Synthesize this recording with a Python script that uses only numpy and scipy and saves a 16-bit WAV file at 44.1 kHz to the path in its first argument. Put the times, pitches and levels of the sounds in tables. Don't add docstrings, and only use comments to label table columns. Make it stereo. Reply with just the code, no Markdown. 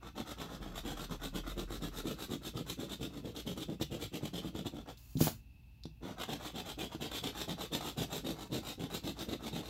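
import sys
import numpy as np
from scipy import signal
from scipy.fft import rfft, irfft, next_fast_len
from scipy.io import wavfile
from scipy.ndimage import uniform_filter1d

SR = 44100
rng = np.random.default_rng(int(sys.argv[2]) if len(sys.argv) > 2 else 0)


def waveform_to_disk(signal):
    frames = np.transpose(np.atleast_2d(signal))
    scaled = np.clip(frames, -1, 1) * 32767
    samples = np.round(scaled).astype(np.int16)
    wavfile.write(sys.argv[1], SR, samples)


N = 427329
TIME_S = np.arange(N) / SR

# start in seconds, length in seconds, rasp in dB, tray weight in dB.
STROKES = [(0.0, 0.11, -55, -55), (0.142, 0.1, -49.5, -46.5), (0.237, 0.11, -46.5, -52),
           (0.36, 0.122, -48.5, -49.5), (0.44, 0.16, -53, -53.5), (0.579, 0.17, -56.5, -49.0),
           (0.727, 0.094, -44.5, -52.5), (0.829, 0.13, -45.5, -44.0), (0.941, 0.13, -43.5, -47.5),
           (1.083, 0.089, -49.0, -46), (1.187, 0.11, -43.5, -49.5), (1.323, 0.089, -44.5, -41.5),
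           (1.426, 0.13, -48.5, -50.5), (1.552, 0.096, -45.5, -42.5), (1.665, 0.13, -45.5, -49.0),
           (1.798, 0.099, -45, -44), (1.905, 0.13, -44, -49), (2.031, 0.12, -44, -40),
           (2.148, 0.13, -44.5, -50.0), (2.281, 0.094, -45.0, -41.5), (2.403, 0.11, -42, -47.5),
           (2.531, 0.1, -49.0, -40.5), (2.646, 0.1, -40, -46.5), (2.769, 0.108, -46, -42.5),
           (2.87, 0.098, -44.0, -47.5), (2.987, 0.1, -44, -41), (3.074, 0.16, -55.5, -50.5),
           (3.222, 0.11, -54.5, -45), (3.329, 0.1, -44.5, -48.5), (3.446, 0.1, -46.5, -43.5),
           (3.539, 0.12, -44.0, -45), (3.673, 0.088, -55.5, -43), (3.791, 0.051, -36.0, -38.0),
           (3.895, 0.088, -47, -43.0), (3.97, 0.11, -43.5, -47.5), (4.114, 0.083, -43.5, -43.5),
           (4.196, 0.1, -46.0, -43.5), (4.32, 0.1, -44.0, -44.5), (4.405, 0.11, -49.5, -48.5),
           (4.526, 0.11, -50, -45.5), (4.636, 0.063, -44, -46), (4.712, 0.13, -56.5, -47),
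           (4.846, 0.1, -54.0, -51), (6.006, 0.15, -55, -47), (6.157, 0.11, -43.5, -50),
           (6.269, 0.11, -41.5, -44), (6.376, 0.15, -44, -53.5), (6.531, 0.1, -43, -44.5),
           (6.627, 0.121, -41, -49.5), (6.767, 0.11, -41, -45.0), (6.884, 0.1, -52, -54.5),
           (6.989, 0.104, -42, -44.0), (7.085, 0.13, -38, -47.5), (7.212, 0.11, -41, -43),
           (7.317, 0.15, -41.0, -48.5), (7.467, 0.079, -43, -41.5), (7.56, 0.12, -41, -46.5),
           (7.704, 0.091, -36.5, -40.5), (7.773, 0.17, -41.5, -45.5), (7.955, 0.104, -39, -38.5),
           (8.075, 0.144, -40, -45), (8.228, 0.12, -43.5, -41.5), (8.33, 0.155, -49.0, -53),
           (8.494, 0.12, -43.0, -41), (8.605, 0.15, -41.5, -51.5), (8.774, 0.11, -48.5, -44.5),
           (8.88, 0.12, -40.0, -45.5), (9.02, 0.11, -43, -42.5), (9.146, 0.12, -42.5, -47.0),
           (9.261, 0.11, -47, -41.5), (9.379, 0.14, -46.5, -47), (9.508, 0.12, -45.5, -44),
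           (9.61, 0.099, -45.5, -51.5)]
# time in seconds, coin ring in Hz, brightness in dB, rub level in dB,
# rub centre in Hz, rumble centre in Hz.
GRIP = [(0, 3450, -0.7, -43, 1050, 179), (1.2, 3520, 1.6, -44, 1240, 248),
        (2.2, 3830, 2.5, -47.5, 1240, 287), (3.1, 3550, 0, -52, 1000, 268),
        (4.2, 3380, -0.3, -49.5, 755, 232), (6.1, 3360, -1.5, -42, 905, 278),
        (7.1, 3400, -1.5, -45.5, 940, 285), (8.1, 3750, 1.5, -44.5, 780, 335),
        (9.6, 3760, -1.2, -47.5, 790, 275)]
PULL_SHAPE = (0.62, 0.23, 0.15, 1.87, 0.33)
PUSH_SHAPE = (0.45, 0.26, 0.34, 3.4, 2.1)
# brightness in dB, coin ring in Hz, rub centre in Hz, rumble centre in Hz.
PULL_SHIFTS = (0.79, 50, 120, 14)
PUSH_SHIFTS = (-0.5, -50, -110, -14)
# frequency in Hz, width in Hz, lift in dB.
OVERTONES = [(6100, 400, 1.5), (7480, 530, 7), (8510, 450, 4.5), (11900, 1260, 6)]
# time in seconds, peak in dB, hardness (treble tilt) in dB.
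KNOCKS = [(1.707, -32.5, -5), (2.059, -31, -11), (3.692, -29.5, -10), (3.813, -23, -5.5), (4.232, -29, -25),
          (4.447, -29.5, -8), (4.552, -30.5, -3), (4.658, -31, -22), (5.154, -26.5, -57),
          (5.169, -25.5, -51), (5.206, -23.5, 7), (5.212, -13, -18.5), (5.271, -18.5, 4), (5.279, -18.5, 9),
          (5.855, -32.5, -9.5), (6.29, -29, 5), (6.949, -29, -3), (8.526, -29, -16)]
# frequency in Hz, level in dB, T60 in seconds.
TRAY_MODES = [(95, -21, 0.058), (125, -2.5, 0.059), (159, 1.5, 0.11), (235, 4, 0.076), (320, 4, 0.063),
              (435, -1, 0.053), (544, -8, 0.023), (700, 1, .02), (830, -11.5, 0.021), (1050, -12, 0.017),
              (1350, -11, .015)]
# time in seconds, peak in dB, ring in Hz.
CLICKS = [(0.547, -37.5, 5000), (1.5968, -31, 2960), (2.145, -46, 5500), (2.5717, -28, 3450),
          (3.3638, -29, 3900), (3.8144, -28, 4010), (4.974, -45, 4100), (5.1712, -31.5, 3730),
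          (5.2125, -20, 13500), (5.2798, -24.5, 3300), (5.836, -34, 4360), (5.855, -36.5, 4300),
          (6.95, -36, 3430), (9.1906, -28, 4100)]
# frequency in Hz, relative density in dB.
RASP_SPECTRUM = [(300, -31), (1200, -11.5), (2100, -3.5), (2700, 0.5), (4200, 0), (5200, -1.5), (7000, -8),
                 (8200, -11.5), (9600, -14), (12800, -9.5), (14200, -10.5), (15700, -13)]
RUB_SPECTRUM = [(150, -18.5), (450, 1.5), (760, 3), (980, -4), (1300, 0.5), (1700, -3.5), (2100, -5.5),
                (3000, -15.5), (6000, -10), (15000, -59)]
RUMBLE_SPECTRUM = [(30, -36.5), (75, -7.5), (115, -2.5), (160, 1), (240, -2), (310, 1.5), (370, -5),
                   (430, -2), (600, -10), (900, -31), (2000, -40), (8000, -51)]
CLICK_SPECTRUM = [(300, -19), (2000, -4), (3500, 11), (5500, 11.5), (8500, -4.5), (12000, -4), (15500, -22)]
SWEEP_SPECTRUM = [(60, -10), (200, -15), (700, -5), (1300, -8), (2500, -8.5), (4800, -4), (7000, -3.5),
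                  (9000, -10.5), (12500, -2.5), (15500, -1)]
AIR_SPECTRUM = [(25, -26), (45, 4), (75, 3), (130, -5), (260, -13), (450, -29.5), (650, -27), (860, -25),
                (1200, -35), (2200, -35.5), (4000, -31.5), (6500, -40.5), (9000, -44), (13000, -36.5)]
# frequency in Hz, level in dB.
HUM_TONES = [(59.3, -59), (119, -65.5)]
# time in seconds, level in dB.
DRONE_LEVELS = [(0.35, -84), (0.62, -51.5), (1.25, -49.5), (1.52, -45), (2.03, -50.5), (2.3, -72)]
# frequency in Hz, T60 in seconds.
SPACE_DECAY = [(100, 0.45), (400, 0.11), (1200, 0.18), (3500, 0.2), (8000, 0.18), (15000, 0.14)]
# frequency in Hz, left minus right in dB.
STEREO_BALANCE = [(100, 2.5), (2800, -1.2), (3400, 2), (4200, -1.5), (5000, -3), (6000, 1.5), (7000, 5),
                  (9000, 7), (11700, 6), (13500, 0), (15500, 15)]
# frequency in Hz, lag of right behind left in radians.
STEREO_LAG = [(200, 0), (500, -0.28), (1000, 0.64), (1750, 1.53), (2500, 1.74), (3350, 1.16), (3900, 0.45),
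              (4700, 3.5), (6300, 4.5), (7500, 7), (10000, 7.5), (15500, 8.5)]


def scratching():
    sink_s, handover_s = 0.029, 0.077
    ring_width_hz, ring_lift_db, ring_scatter_hz = 620, 9, 110
    usual_stroke_db, rub_db_per_db, rub_yield_db = -45, 0.57, -2.8
    out = np.zeros((2, N))
    chatter = wander(N, seconds=0.008)
    tearing = [unit(grains(N, per_s=16000, spread_db=2.16) * amp(3.1 * chatter)) for _ in range(2)]
    sliding = unit(grains(N, per_s=3700, spread_db=2.0) * amp(2.95 * chatter))
    jolts = unit(grains(N, per_s=1400, spread_db=2) * amp(1.96 * chatter))
    overtones_db = sum(db * bell(hz, width_hz) for hz, width_hz, db in OVERTONES)
    treble = np.clip(np.log2((bins_hz() + 1) / 4000), 0, 1)
    grip_s, *grip = np.transpose(GRIP)
    for k, (start_s, length_s, rasp_db, tray_db) in enumerate(STROKES):
        deepest, rise, fall, squareness, steady = PUSH_SHAPE if k % 2 else PULL_SHAPE
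        span = slice(int(start_s * SR), int((start_s + length_s) * SR))
        t = TIME_S[span] - start_s
        travel = np.clip(t / length_s, 0, 1)
        speed = np.sin(np.pi * travel).clip(0)
        from_deepest = abs(travel - deepest) / np.where(travel < deepest, rise, fall)
        depth = np.exp(-0.5 * from_deepest ** squareness) * np.clip(t / sink_s, 0, 1)
        pressure = unit(speed ** 0.42 * (steady + depth))

        shift_db, ring_shift_hz, rub_shift_hz, tray_shift_hz = PUSH_SHIFTS if k % 2 else PULL_SHIFTS
        ring_hz, bright_db, rub_db, rub_hz, tray_hz = (np.interp(start_s, grip_s, col) for col in grip)
        ring_hz += ring_shift_hz + ring_scatter_hz * rng.standard_normal()
        resonances_db = ring_lift_db * bell(ring_hz, ring_width_hz) + overtones_db
        rasp_colour_db = lookup(RASP_SPECTRUM) + resonances_db + (bright_db + shift_db) * treble
        rub_colour_db = lookup(RUB_SPECTRUM) + 7 * bell(rub_hz + rub_shift_hz, width_hz=850)
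        tray_colour_db = lookup(RUMBLE_SPECTRUM) + 4 * bell(tray_hz + tray_shift_hz, width_hz=260)

        rub_db += rub_db_per_db * ((rasp_db + tray_db) / 2 - usual_stroke_db)
        rub = speed ** 1.34 * amp(rub_db + rub_yield_db * depth)
        cut = depth * amp(rasp_db)
        handover_rad = np.pi / 2 * np.clip(0.5 + (t - deepest * length_s) / handover_s, 0, 1)
        layers = [(tearing[0][span] * cut * np.cos(handover_rad), rasp_colour_db),
                  (tearing[1][span] * cut * np.sin(handover_rad), rasp_colour_db),
                  (sliding[span] * rub, rub_colour_db),
                  (jolts[span] * pressure * amp(tray_db), tray_colour_db)]
        for force, colour_db in layers:
            sound = signal.fftconvolve(force, response(colour_db + 0.85 * ripple()))
            add(out, start_s, near_echoes(sound, echo_db=-2))
    return out


def knocks():
    land_delay_s, land_lift_db, land_hard_db = 0.025, 9.5, -12
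    base_contact_s, db_per_doubling = 0.00016, 15.5
    out, t = np.zeros((2, N)), np.arange(SR // 6) / SR
    hz, mode_db, t60_s = np.transpose(TRAY_MODES)[:, :, None]
    treble = np.clip(np.log2(hz / 220) / 1.15, 0, 1.4)
    bass_cut = signal.butter(2, 75, "high", fs=SR, output="sos")
    landings = [(start_s + land_delay_s, tray_db + land_lift_db, land_hard_db)
                for start_s, _, _, tray_db in STROKES[1::2]]
    for start_s, peak_db, hard_db in list(KNOCKS) + landings:
        spot_db = 2 * rng.standard_normal(hz.shape)
        envelopes = amp(mode_db + spot_db + (hard_db + 5) * treble - 60 * t / t60_s)
        ring = (envelopes * np.sin(2 * np.pi * hz * t)).sum(0)
        contact_s = base_contact_s * 2 ** (-hard_db / db_per_doubling)
        ring = signal.sosfilt(bass_cut, ring * (1 - np.exp(-t / contact_s)))
        add(out, start_s, near_echoes(amp(peak_db) * ring / abs(ring).max(), echo_db=-3.5))
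    return out


def clicks(crackle_s=0.0011):
    out, t = np.zeros((2, N)), np.arange(SR // 30) / SR
    for start_s, peak_db, ring_hz in CLICKS:
        force = (t == 0) + 0.16 * rng.standard_normal(len(t)) * np.exp(-t / crackle_s)
        colour_db = lookup(CLICK_SPECTRUM) + 7 * bell(ring_hz, width_hz=1500)
        snap = signal.fftconvolve(force, response(colour_db))
        add(out, start_s, near_echoes(amp(peak_db) * snap / abs(snap).max(), echo_db=0))
    return out


def hand_sweep(fingers=3):
    glide_start_s, glide_db = 4.97, -64.5
    peak_s, hold_s, peak_db = 5.211, 0.053, -34
    rise_db_per_s, sag_db_per_s, fall_db_per_s = 850, 67, 304
    out, t = np.zeros((2, N)), glide_start_s - peak_s + np.arange(SR) / SR
    swell_db = (rise_db_per_s * np.minimum(t, 0)
                - sag_db_per_s * np.clip(t, 0, hold_s)
                - fall_db_per_s * np.maximum(t - hold_s, 0))
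    envelope = amp(glide_db) * (t < 0) + amp(peak_db + swell_db)
    taps = response(lookup(SWEEP_SPECTRUM))
    for _ in range(fingers):
        force = grains(SR, per_s=6700, spread_db=5.5) * envelope
        add(out, glide_start_s, near_echoes(signal.fftconvolve(force, taps), echo_db=8))
    return out


def air(level_db=-58, whine_hz=2636):
    taps = response(lookup(AIR_SPECTRUM) + 20 * bell(whine_hz, width_hz=300))
    left, right = signal.oaconvolve(rng.standard_normal((2, N)), taps[None], axes=1)[:, :N]
    bass = signal.butter(2, 500, fs=SR, output="sos")
    right = right + signal.sosfiltfilt(bass, left - right)
    return amp(level_db) * np.array([left, right])


def hum():
    return sum(amp(db) * unit(np.sin(2 * np.pi * hz * TIME_S)) for hz, db in HUM_TONES)


def drone():
    hz = 41.5 + 2.76 * wander(N, seconds=0.25)
    times_s, db = np.transpose(DRONE_LEVELS)
    active = (TIME_S > times_s[0]) & (TIME_S < times_s[-1])
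    envelope = amp(np.interp(TIME_S, times_s, db)) * active
    return envelope * unit(np.sin(2 * np.pi * np.cumsum(hz) / SR))


def near_echoes(sound, echo_db, count=16, size=2048):
    taps = np.zeros((2, size))
    delays = rng.integers(8, size // 8, (2, count))
    np.put_along_axis(taps, delays, rng.choice([-1., 1.], (2, count)), 1)
    echoes = amp(echo_db) * rfft(taps) / np.sqrt(count)
    echoes /= 1 + (750 / (bins_hz() + 1)) ** 2
    paths = (1 + echoes) / np.sqrt(1 + uniform_filter1d(abs(echoes) ** 2, size=100))
    return signal.fftconvolve(sound[None], irfft(paths)[:, :size // 4], axes=1)


def reverb_tail(dry, onset_s=0.007):
    t = np.arange(SR // 3) / SR
    noise = rng.standard_normal((2, len(t))) * np.clip(t / onset_s, 0, 1)
    hz, frame_s, bands = signal.stft(noise, SR, nperseg=256)
    coherence = 1 / (1 + (hz[:, None] / 1100) ** 4)
    bands[1] = coherence * bands[0] + np.sqrt(1 - coherence ** 2) * bands[1]
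    bands *= amp(-4 * coherence - 60 * frame_s / lookup(SPACE_DECAY, hz)[:, None])
    taps = signal.istft(bands, SR, nperseg=256)[1]
    return signal.oaconvolve(dry, taps / np.linalg.norm(taps[0]), axes=1)[:, :N]


def small_space(dry, tail_db=-6.5, sway_hz=1.3):
    sway_rad = 2 * np.pi * sway_hz * TIME_S
    tails = reverb_tail(dry * np.cos(sway_rad)) + reverb_tail(dry * np.sin(sway_rad))
    return dry + amp(tail_db) * tails


def stereo_image(sound):
    size = next_fast_len(N, real=True)
    hz = bins_hz(size)
    balance = amp(np.outer([0.5, -0.5], lookup(STEREO_BALANCE, hz)))
    balance /= np.sqrt((balance ** 2).mean(0))
    lag = np.exp(-1j * np.outer([0, 1], lookup(STEREO_LAG, hz)))
    return irfft(rfft(sound, size) * lag * balance, size)[:, :N]


def amp(db):
    return 10 ** (np.asarray(db) / 20)


def unit(x):
    return x / np.sqrt(np.mean(x ** 2) + 1e-20)


def add(mix, start_s, sound):
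    part = mix[:, round(start_s * SR):][:, :sound.shape[1]]
    part += sound[:, :part.shape[1]]


def bins_hz(size=2048):
    return np.fft.rfftfreq(size, 1 / SR)


def lookup(table, hz=bins_hz()):
    table_hz, values = np.transpose(table)
    return np.interp(np.log(hz + 1), np.log(table_hz), values)


def bell(hz, width_hz):
    return 1 / (1 + (2 * (bins_hz() - hz) / width_hz) ** 2)


def response(colour_db):
    log_gain = np.log(amp(np.r_[colour_db, colour_db[-2:0:-1]]))
    spectrum = np.exp(np.conj(signal.hilbert(log_gain)))
    taps = irfft(spectrum[:len(colour_db)])
    return taps / np.linalg.norm(taps)


def ripple():
    return unit(uniform_filter1d(rng.standard_normal(len(bins_hz())), size=7))


def wander(size, seconds):
    window = np.hanning(int(seconds * SR) + 3)
    return unit(signal.oaconvolve(rng.standard_normal(size), window, "same"))


def grains(size, per_s, spread_db):
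    strengths = amp(spread_db * np.minimum(rng.exponential(1, size), 4))
    signs = rng.choice([-1, 1], size)
    return unit(strengths * signs * (rng.random(size) < per_s / SR))


def scene():
    tray = scratching() + knocks() + clicks() + hand_sweep()
    return stereo_image(small_space(tray)) + air() + hum() + drone()


def record(dry, cutoff_hz=15800):
    taps = signal.firwin(701, cutoff_hz, window=("kaiser", 8), fs=SR)
    return signal.oaconvolve(dry, taps[None], "same")


dry = scene()
out = record(dry)
waveform_to_disk(out)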